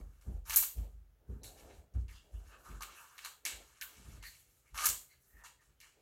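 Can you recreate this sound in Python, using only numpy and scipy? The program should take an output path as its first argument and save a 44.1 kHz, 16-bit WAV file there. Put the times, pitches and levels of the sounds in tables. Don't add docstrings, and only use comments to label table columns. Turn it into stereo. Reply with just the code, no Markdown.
import sys
import numpy as np
from scipy import signal
from scipy.fft import rfft, irfft
from scipy.io import wavfile
from scipy.ndimage import uniform_filter1d

SR = 44100
rng = np.random.default_rng(int(sys.argv[2]) if len(sys.argv) > 2 else 0)


def int16_out(signal):
    q = np.round(np.clip(np.atleast_2d(signal).T, -1, 1) * 32767)
    wavfile.write(sys.argv[1], SR, q.astype(np.int16))


def gain_from_db(level_db):
    decades = np.asarray(level_db, float) / 20
    return 10 ** decades


N = 265041
T = np.arange(N) / SR

# start in seconds, peak in dB, floor pitch in Hz, t60 in seconds, heel in dB.
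FOOTFALLS = [(0.004, -52, 48.7, 0.97, -19.5), (0.27, -31.5, 56, 0.26, -8.5),
             (0.329, -34.5, 45.6, 0.37, -24), (0.476, -48, 48.4, 0.55, -21),
             (0.773, -27.5, 51.9, 0.26, -16), (0.929, -52, 51.2, 0.74, -36), (1.29, -36, 57.9, 0.37, -4),
             (1.401, -46, 50.5, 0.27, -30), (1.95, -26, 59.87, 0.34, -17.5), (2.048, -48, 40.4, 0.45, -30),
             (2.332, -35.5, 50.9, 0.34, -22.5), (2.46, -51, 51.1, 0.26, -25.5),
             (2.689, -44, 50.6, 0.39, -6), (2.729, -44.5, 48, 0.41, -22), (3.528, -52, 49.8, 0.4, -12),
             (3.977, -55.5, 51.1, 0.24, 3), (4.068, -38.5, 49.6, 0.16, -5.5),
             (4.183, -48.5, 47.4, 0.39, -22), (4.726, -44, 47, 0.26, -13.5), (4.879, -45.5, 50, 0.29, -7),
             (5.333, -54, 48.9, 0.37, -13), (5.688, -57.5, 50.6, 0.16, -3)]


def shape(x, points):
    hz, db = np.transpose(points)
    log_hz = np.log(np.arange(x.shape[-1] // 2 + 1) * SR / x.shape[-1] + 1)
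    gain = gain_from_db(np.interp(log_hz, np.log(hz + 1), db))
    return irfft(rfft(x) * gain, x.shape[-1])


def ring(x, modes):
    click = signal.unit_impulse(8192)
    out, reply = 0, 0
    for k, (hz, width, db) in enumerate(modes):
        b, a = signal.iirpeak(hz, hz / width, SR)
        twice = [np.r_[b, a]] * 2
        gain = (-1) ** k * gain_from_db(db)
        out = out + gain * signal.sosfilt(twice, x)
        reply = reply + gain * signal.sosfilt(twice, click)
    return out / np.sqrt(np.sum(reply ** 2))


def stroke(start, length, rise_s, fall_s, swell_db=0.):
    corners = start + np.cumsum([-rise_s, rise_s, length, fall_s])
    on = slice(*np.searchsorted(T, corners[[0, -1]]))
    out = np.zeros(N)
    out[on] = gain_from_db(np.interp(T[on], corners, [-60 - swell_db, -swell_db, 0, -60]))
    return out


def air():
    # frequency in Hz, level in dB per Hz.
    air_colour = [(76, -31), (130, -5), (162, -19.5), (472, -22.5), (501, -16.5), (577, -33), (863, -31),
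                  (1120, -30), (1220, -21.5), (5290, -38.5), (16000, -31)]
    hiss = shape(rng.standard_normal((2, N)), air_colour)
    return hiss / hiss.std() * gain_from_db(-77.5)


def rumble():
    # start in seconds, level in dB.
    shifts = [(0.0, -44.5), (1.44, -56), (1.64, -60), (1.78, -55.5), (3.859, -74), (4.139, -49), (5.2, -82)]
    shake = np.full(N, gain_from_db(-79.5))
    for start, db, *_ in FOOTFALLS:
        shake += gain_from_db(db - 26) * stroke(start, 0, rise_s=0.081, fall_s=0.9)
    for start, db in shifts:
        shake += gain_from_db(db) * stroke(start, 0, rise_s=0.29, fall_s=0.34)
    return shake * ring(rng.standard_normal(N), [(52.1, 28, 3.5), (84, 130, -10.0)])


def sleeves():
    # start in seconds, length in seconds, level in dB.
    rustles = [(0.0, 0.0067, -60.5), (0.264, 0.11, -63), (.56, 0.071, -62.5), (0.767, 0.11, -63),
               (1.22, .07, -75.5), (1.423, 0.15, -60.5), (1.626, .1, -57), (1.775, .07, -70),
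               (1.95, .03, -66), (2.25, 0.19, -69.5), (2.52, 0.42, -68), (3.466, .15, -61),
               (3.906, 0.29, -72), (4.85, 0.077, -59), (5.35, 0.057, -79), (5.97, 0.057, -72.5)]
    cloth_modes = [(285, 200, -3.0), (421, 170, 1), (553, 270, -2), (793, 380, -6)]  # Hz, width Hz, dB
    effort_now = np.full(N, gain_from_db(-81.5))
    for start, length, db in rustles:
        effort_now += gain_from_db(db) * stroke(start, length, rise_s=0.1, fall_s=0.21)
    common, left, right = rng.standard_normal((3, N))
    cloth = np.array([ring(common + 0.19 * own, cloth_modes) for own in (left, right)])
    return effort_now * gain_from_db(-4.5) * cloth


def steps():
    low, heel = np.zeros((2, N + SR))
    t = np.arange(SR) / SR
    for start, db, hz, t60, heel_db in FOOTFALLS:
        swell = (1 - np.exp(-(t / 0.027) ** 2)) * 1000. ** (-t / t60)
        turns = 0.93 * hz * (t + 0.3 * 0.045 * (1 - np.exp(-t / 0.045)))
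        tone = np.sin(2 * np.pi * turns) + 0.37 * np.sin(2 * np.pi * 1.55 * turns)
        i = max(int((start - 0.012) * SR), 0)
        low[i:i + SR] += gain_from_db(db + 5) * swell * tone
        heel[i:i + SR] += gain_from_db(db + heel_db) * swell * np.exp(-t / 0.45)
    knock_modes = [(120.4, 41, 6), (194.4, 71, 1.0), (278, 335, -8.5), (448.8, 260, -13.5)]  # Hz, width Hz, dB
    knock = ring(rng.standard_normal(N), knock_modes)
    return low[:N] + heel[:N] * knock


def room(x):
    # frequency in Hz, t60 in seconds.
    decay = [(500, 0.45), (1500, 0.25), (4000, 0.3), (8000, 0.3), (14000, 0.29)]
    # delay in seconds, level in dB.
    bounces = [
        (.0033, -20),
        (.0092, -19),
        (.0112, -20),
    ]
    size = SR // 2
    t = np.arange(size) / SR
    hz, t60 = np.transpose(decay)
    noise = rng.standard_normal((2, size))
    early = np.abs(rfft(noise * np.exp(-t / 0.05))) ** 2
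    unevenness = uniform_filter1d(early, size=60, axis=1) / early.mean()
    noise = irfft(rfft(noise) / np.sqrt(unevenness), size)
    tail = np.zeros((2, size))
    for k in range(len(hz)):
        tent = np.where(np.arange(len(hz)) == k, 0, -40)
        tail += shape(noise, np.c_[hz, tent]) * 1000. ** (-t / t60[k])
    tail *= gain_from_db(-16.5) * (1 - np.exp(-t / 0.002))
    for delay, db in bounces:
        tail += gain_from_db(db) * noise * (t > delay) * np.exp(-np.abs(t - delay) / 0.0012)
    return signal.fftconvolve(x[None], tail, axes=1)[:, :N]


def body(push):
    # frequency in Hz, width in Hz, level in dB.
    tab = [(5560, 3600, -8.5), (8280, 6300, -3.5)]
    case = [(1046, 390, -4), (1633, 320, -13)]
    shell = [(2200, 760, 5), (2871, 620, 6), (4453, 3000, -7.5)]
    edge = [(12100, 4000, 10), (14800, 4700, -10.5)]
    return sum(ring(p, part) for p, part in zip(push, (tab, case, shell, edge)))


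def effort():
    # start in seconds, level in dB, t60 in seconds, hollow case in dB, brightness in dB.
    flutters = [(0.0, -58.5, 0.017, 2.5, -2.5), (.572, -34.5, 0.27, -18, 7), (.77, -65.5, 0.47, -4, 1),
                (1.436, -56.5, 0.41, -6.5, 3), (1.94, -71.5, 0.38, 2.5, -2), (2.081, -65.5, 0.72, -2.5, -2),
                (2.826, -62, 0.75, -2.5, -8), (3.256, -64, 0.55, -1, 2.5), (3.458, -39, 0.27, -7, -2.5),
                (3.818, -49, 0.14, -3.5, 9), (4.232, -54.5, 0.61, -10.5, 3), (4.87, -45.5, 0.26, -6.5, -2),
                (4.99, -75, 0.46, 0, 12), (5.442, -55, 0.22, -9.5, -3), (5.608, -74, 0.57, -1.5, -2),
                (5.814, -61.5, 0.47, -6, -7)]
    # start in seconds, length in seconds, level in dB, hollow case in dB, brightness in dB.
    drags = [(0.028, 0.16, -80, 0.5, 1), (0.233, 0.13, -76, -1, 2), (1.293, 0.074, -79.5, 5.5, 3),
             (1.576, 0.21, -71.5, 0, -3), (2.33, 0.17, -77, -3.5, 1), (2.506, 0.042, -72.5, 11, -8.5),
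             (2.588, 0.032, -76.5, 7, 5), (2.656, 0.11, -65, 5, -0.5), (2.95, 0.087, -66.5, 10, 5.5),
             (3.078, 0.073, -73, 8, 4), (3.195, 0.075, -61.5, 0.5, -4.5), (3.615, 0.23, -73, 0, -1.5),
             (3.893, 0.28, -67, -3, -1.3), (4.4, 0.67, -81, -12, 1.5), (4.654, .05, -84.5, 5.5, -6),
             (5.38, .05, -92.5, 23, -14), (5.104, .04, -76, -6.5, -2), (5.211, .19, -76, -10.5, 6.5)]
    # start in seconds, length in seconds, final level in dB, hollow case in dB, brightness in dB.
    rewinds = [
        (0.46, 0.081, -41.5, -3, 1.4),
        (4.746, .098, -40.5, 0.4, 1),
    ]
    flutter_rise_s = 0.004
    moves = [stroke(start, 0, flutter_rise_s, t60) for start, _, t60, *_ in flutters]
    moves += [stroke(start, length, 0.13, 0.12) for start, length, *_ in drags]
    moves += [stroke(start, length, 0.03, flutter_rise_s, swell_db=12.5) for start, length, *_ in rewinds]
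    db = np.array([row[1] for row in flutters] + [row[2] for row in drags + rewinds])
    hollow_db, bright_db = np.transpose([row[3:] for row in flutters + drags + rewinds])
    part_db = np.array([0 * db, hollow_db, -1.5 - bright_db, -3.5 + bright_db])
    return gain_from_db(db + part_db) @ np.array(moves)


def slide():
    # middle in seconds, length in seconds, pitch in Hz, level in dB.
    rubs = [(1.453, .045, 4130, -63), (2.097, 0.034, 2040, -63), (2.157, 0.084, 4825, -73.5),
            (2.161, .08, 2900, -61), (2.53, 0.066, 2610, -66.5), (2.669, 0.058, 1120, -60),
            (2.822, 0.043, 1115, -51), (2.882, 0.031, 1094, -54.5), (2.98, 0.036, 2600, -56.5),
            (3.2, 0.025, 2640, -59), (3.245, 0.0078, 4200, -49), (3.812, 0.013, 1670, -47.5),
            (4.251, 0.059, 1990, -54), (4.255, 0.062, 4420, -63), (4.672, 0.045, 2230, -72.5),
            (4.779, 0.029, 1143, -45), (4.854, 0.041, 1170, -44.5), (5.112, 0.04, 2130, -70),
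            (5.115, 0.041, 4340, -78), (5.405, 0.17, 1900, -68.5), (5.604, .06, 1888, -76.5),
            (3.453, 0.013, 2200, -49), (2.354, 0.046, 2840, -68), (5.466, 0.063, 980, -63.5),
            (5.852, 0.11, 3040, -69)]
    size_db = np.minimum(2.5 * rng.exponential(size=N // 64 + 1), 12)
    grains = rng.standard_normal(N) * gain_from_db(size_db).repeat(64)[:N]
    grains /= grains.std()
    catch = rng.standard_normal((4, N // 1024 + 1)).repeat(1024, axis=1)[:, :N]
    catch = uniform_filter1d(catch, size=1024, axis=1)
    push = grains * gain_from_db(2.7 * catch) * effort()
    out = body(push) * gain_from_db(-9.5)
    for middle, length, hz, db in rubs:
        on = slice(*np.searchsorted(T, [middle - 2 * length, middle + 2 * length]))
        swell = np.exp(-((T[on] - middle) / (length / 2)) ** 2)
        out[on] += gain_from_db(db - 6) * swell * ring(grains[on], [(hz, 0.18 * hz, 0)])
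    return out


def ticks():
    # start in seconds, tab peak in dB, hollow case in dB, shell in dB, edge in dB.
    contacts = [(0.2122, -58.5, -4.5, -2, -4), (0.454, -60, 9, 2, -11), (0.4967, -32, -5.5, 3, 2.5),
                (0.539, -36, -20, 0, 9), (0.6255, -26.5, -9.5, -7, -4), (0.5605, -16, -17.5, -17.5, 8.5),
                (0.5639, -29, -16.5, -16, 8), (1.4333, -42.5, -34.5, -4.5, -7), (1.598, -54.5, -10, 0, -6),
                (1.9385, -62.5, -12, -2.5, -19), (2.082, -59, -11, 9.5, -23.5), (2.808, -44.5, 6, 0, -4.5),
                (2.8222, -36, -9, 2, -1), (3.1799, -46.5, 1, 9, -2), (3.248, -36, -1, 0, -2),
                (3.452, -27, -14, 0, -5), (3.8123, -40, -13, 8, 0.5), (4.2265, -48, 3.5, 6.5, -4),
                (4.745, -52, 12.5, 8, -5), (4.777, -35.5, -2.5, 7, -6), (4.81, -35, -14, -4, -3),
                (4.889, -20.5, -28.5, -24, -13), (5.438, -48, 4.5, -37, -24), (5.8027, -50.5, -15, 3, -1)]
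    whips = [(4.8448, -29.5, -10.5, -6, 1.5), (4.8569, -18.5, -14.5, -12, 1.5), (4.8600, -26, -6, -23, -17),
             (4.8655, -35.5, -16, -18, -2), (4.8937, -37, -16, -17.5, -11.5)]
    near, far = np.zeros((2, 4, N + 2048))
    t = np.arange(2048) / SR
    for hits, rattle_s in ((contacts, 0.0015), (whips, 0.003)):
        for start, db, hollow_db, shell_db, edge_db in hits:
            rattle = 0.4 * rng.standard_normal(2048) * np.exp(-t / rattle_s)
            rattle[0] = 1.5
            gain = gain_from_db(db + 1.0 + np.array([0, hollow_db, shell_db, edge_db]))
            i = int(start * SR)
            near[:, i:i + 2048] += gain[:, None] * rattle
            far[:, i] += gain * 0.84 * np.sqrt(np.sum(rattle ** 2))
    return body(near[:, :N]), body(far[:, :N])


def scene():
    behind = air() + rumble() + sleeves() + steps()
    near, far = ticks()
    rub = slide()
    reel = np.array([near + rub, np.roll(near + rub, 8)])
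    return behind + room(far + rub) + reel


def roll_off(x):
    return signal.sosfilt(signal.butter(12, 17130, fs=SR, output="sos"), x)


def record(dry):
    # frequency in Hz, left minus right in dB.
    ports = [(60, 2.5), (200, -4.5), (400, -3.5), (800, -6), (1500, -4), (3000, -8.5), (5000, -7),
             (6500, -12.5), (7500, -13), (8600, -9), (10000, 0), (14000, -2.5)]
    # frequency in Hz, gain in dB.
    capsule = [(2900, 0), (3500, 1), (4100, 1.5), (5500, 3.5), (6800, 0.5), (8200, -7), (9500, 1)]
    hz, db = np.transpose(ports)
    left = shape(dry[0], np.c_[hz, db / 2])
    right = shape(dry[1], np.c_[hz, -db / 2])
    x = shape(np.array([left, right]), capsule)
    x = signal.sosfilt(signal.ellip(8, 0.2, 60, 16100, fs=SR, output="sos"), x)
    return roll_off(x)


dry = scene()
out = record(dry)
int16_out(out)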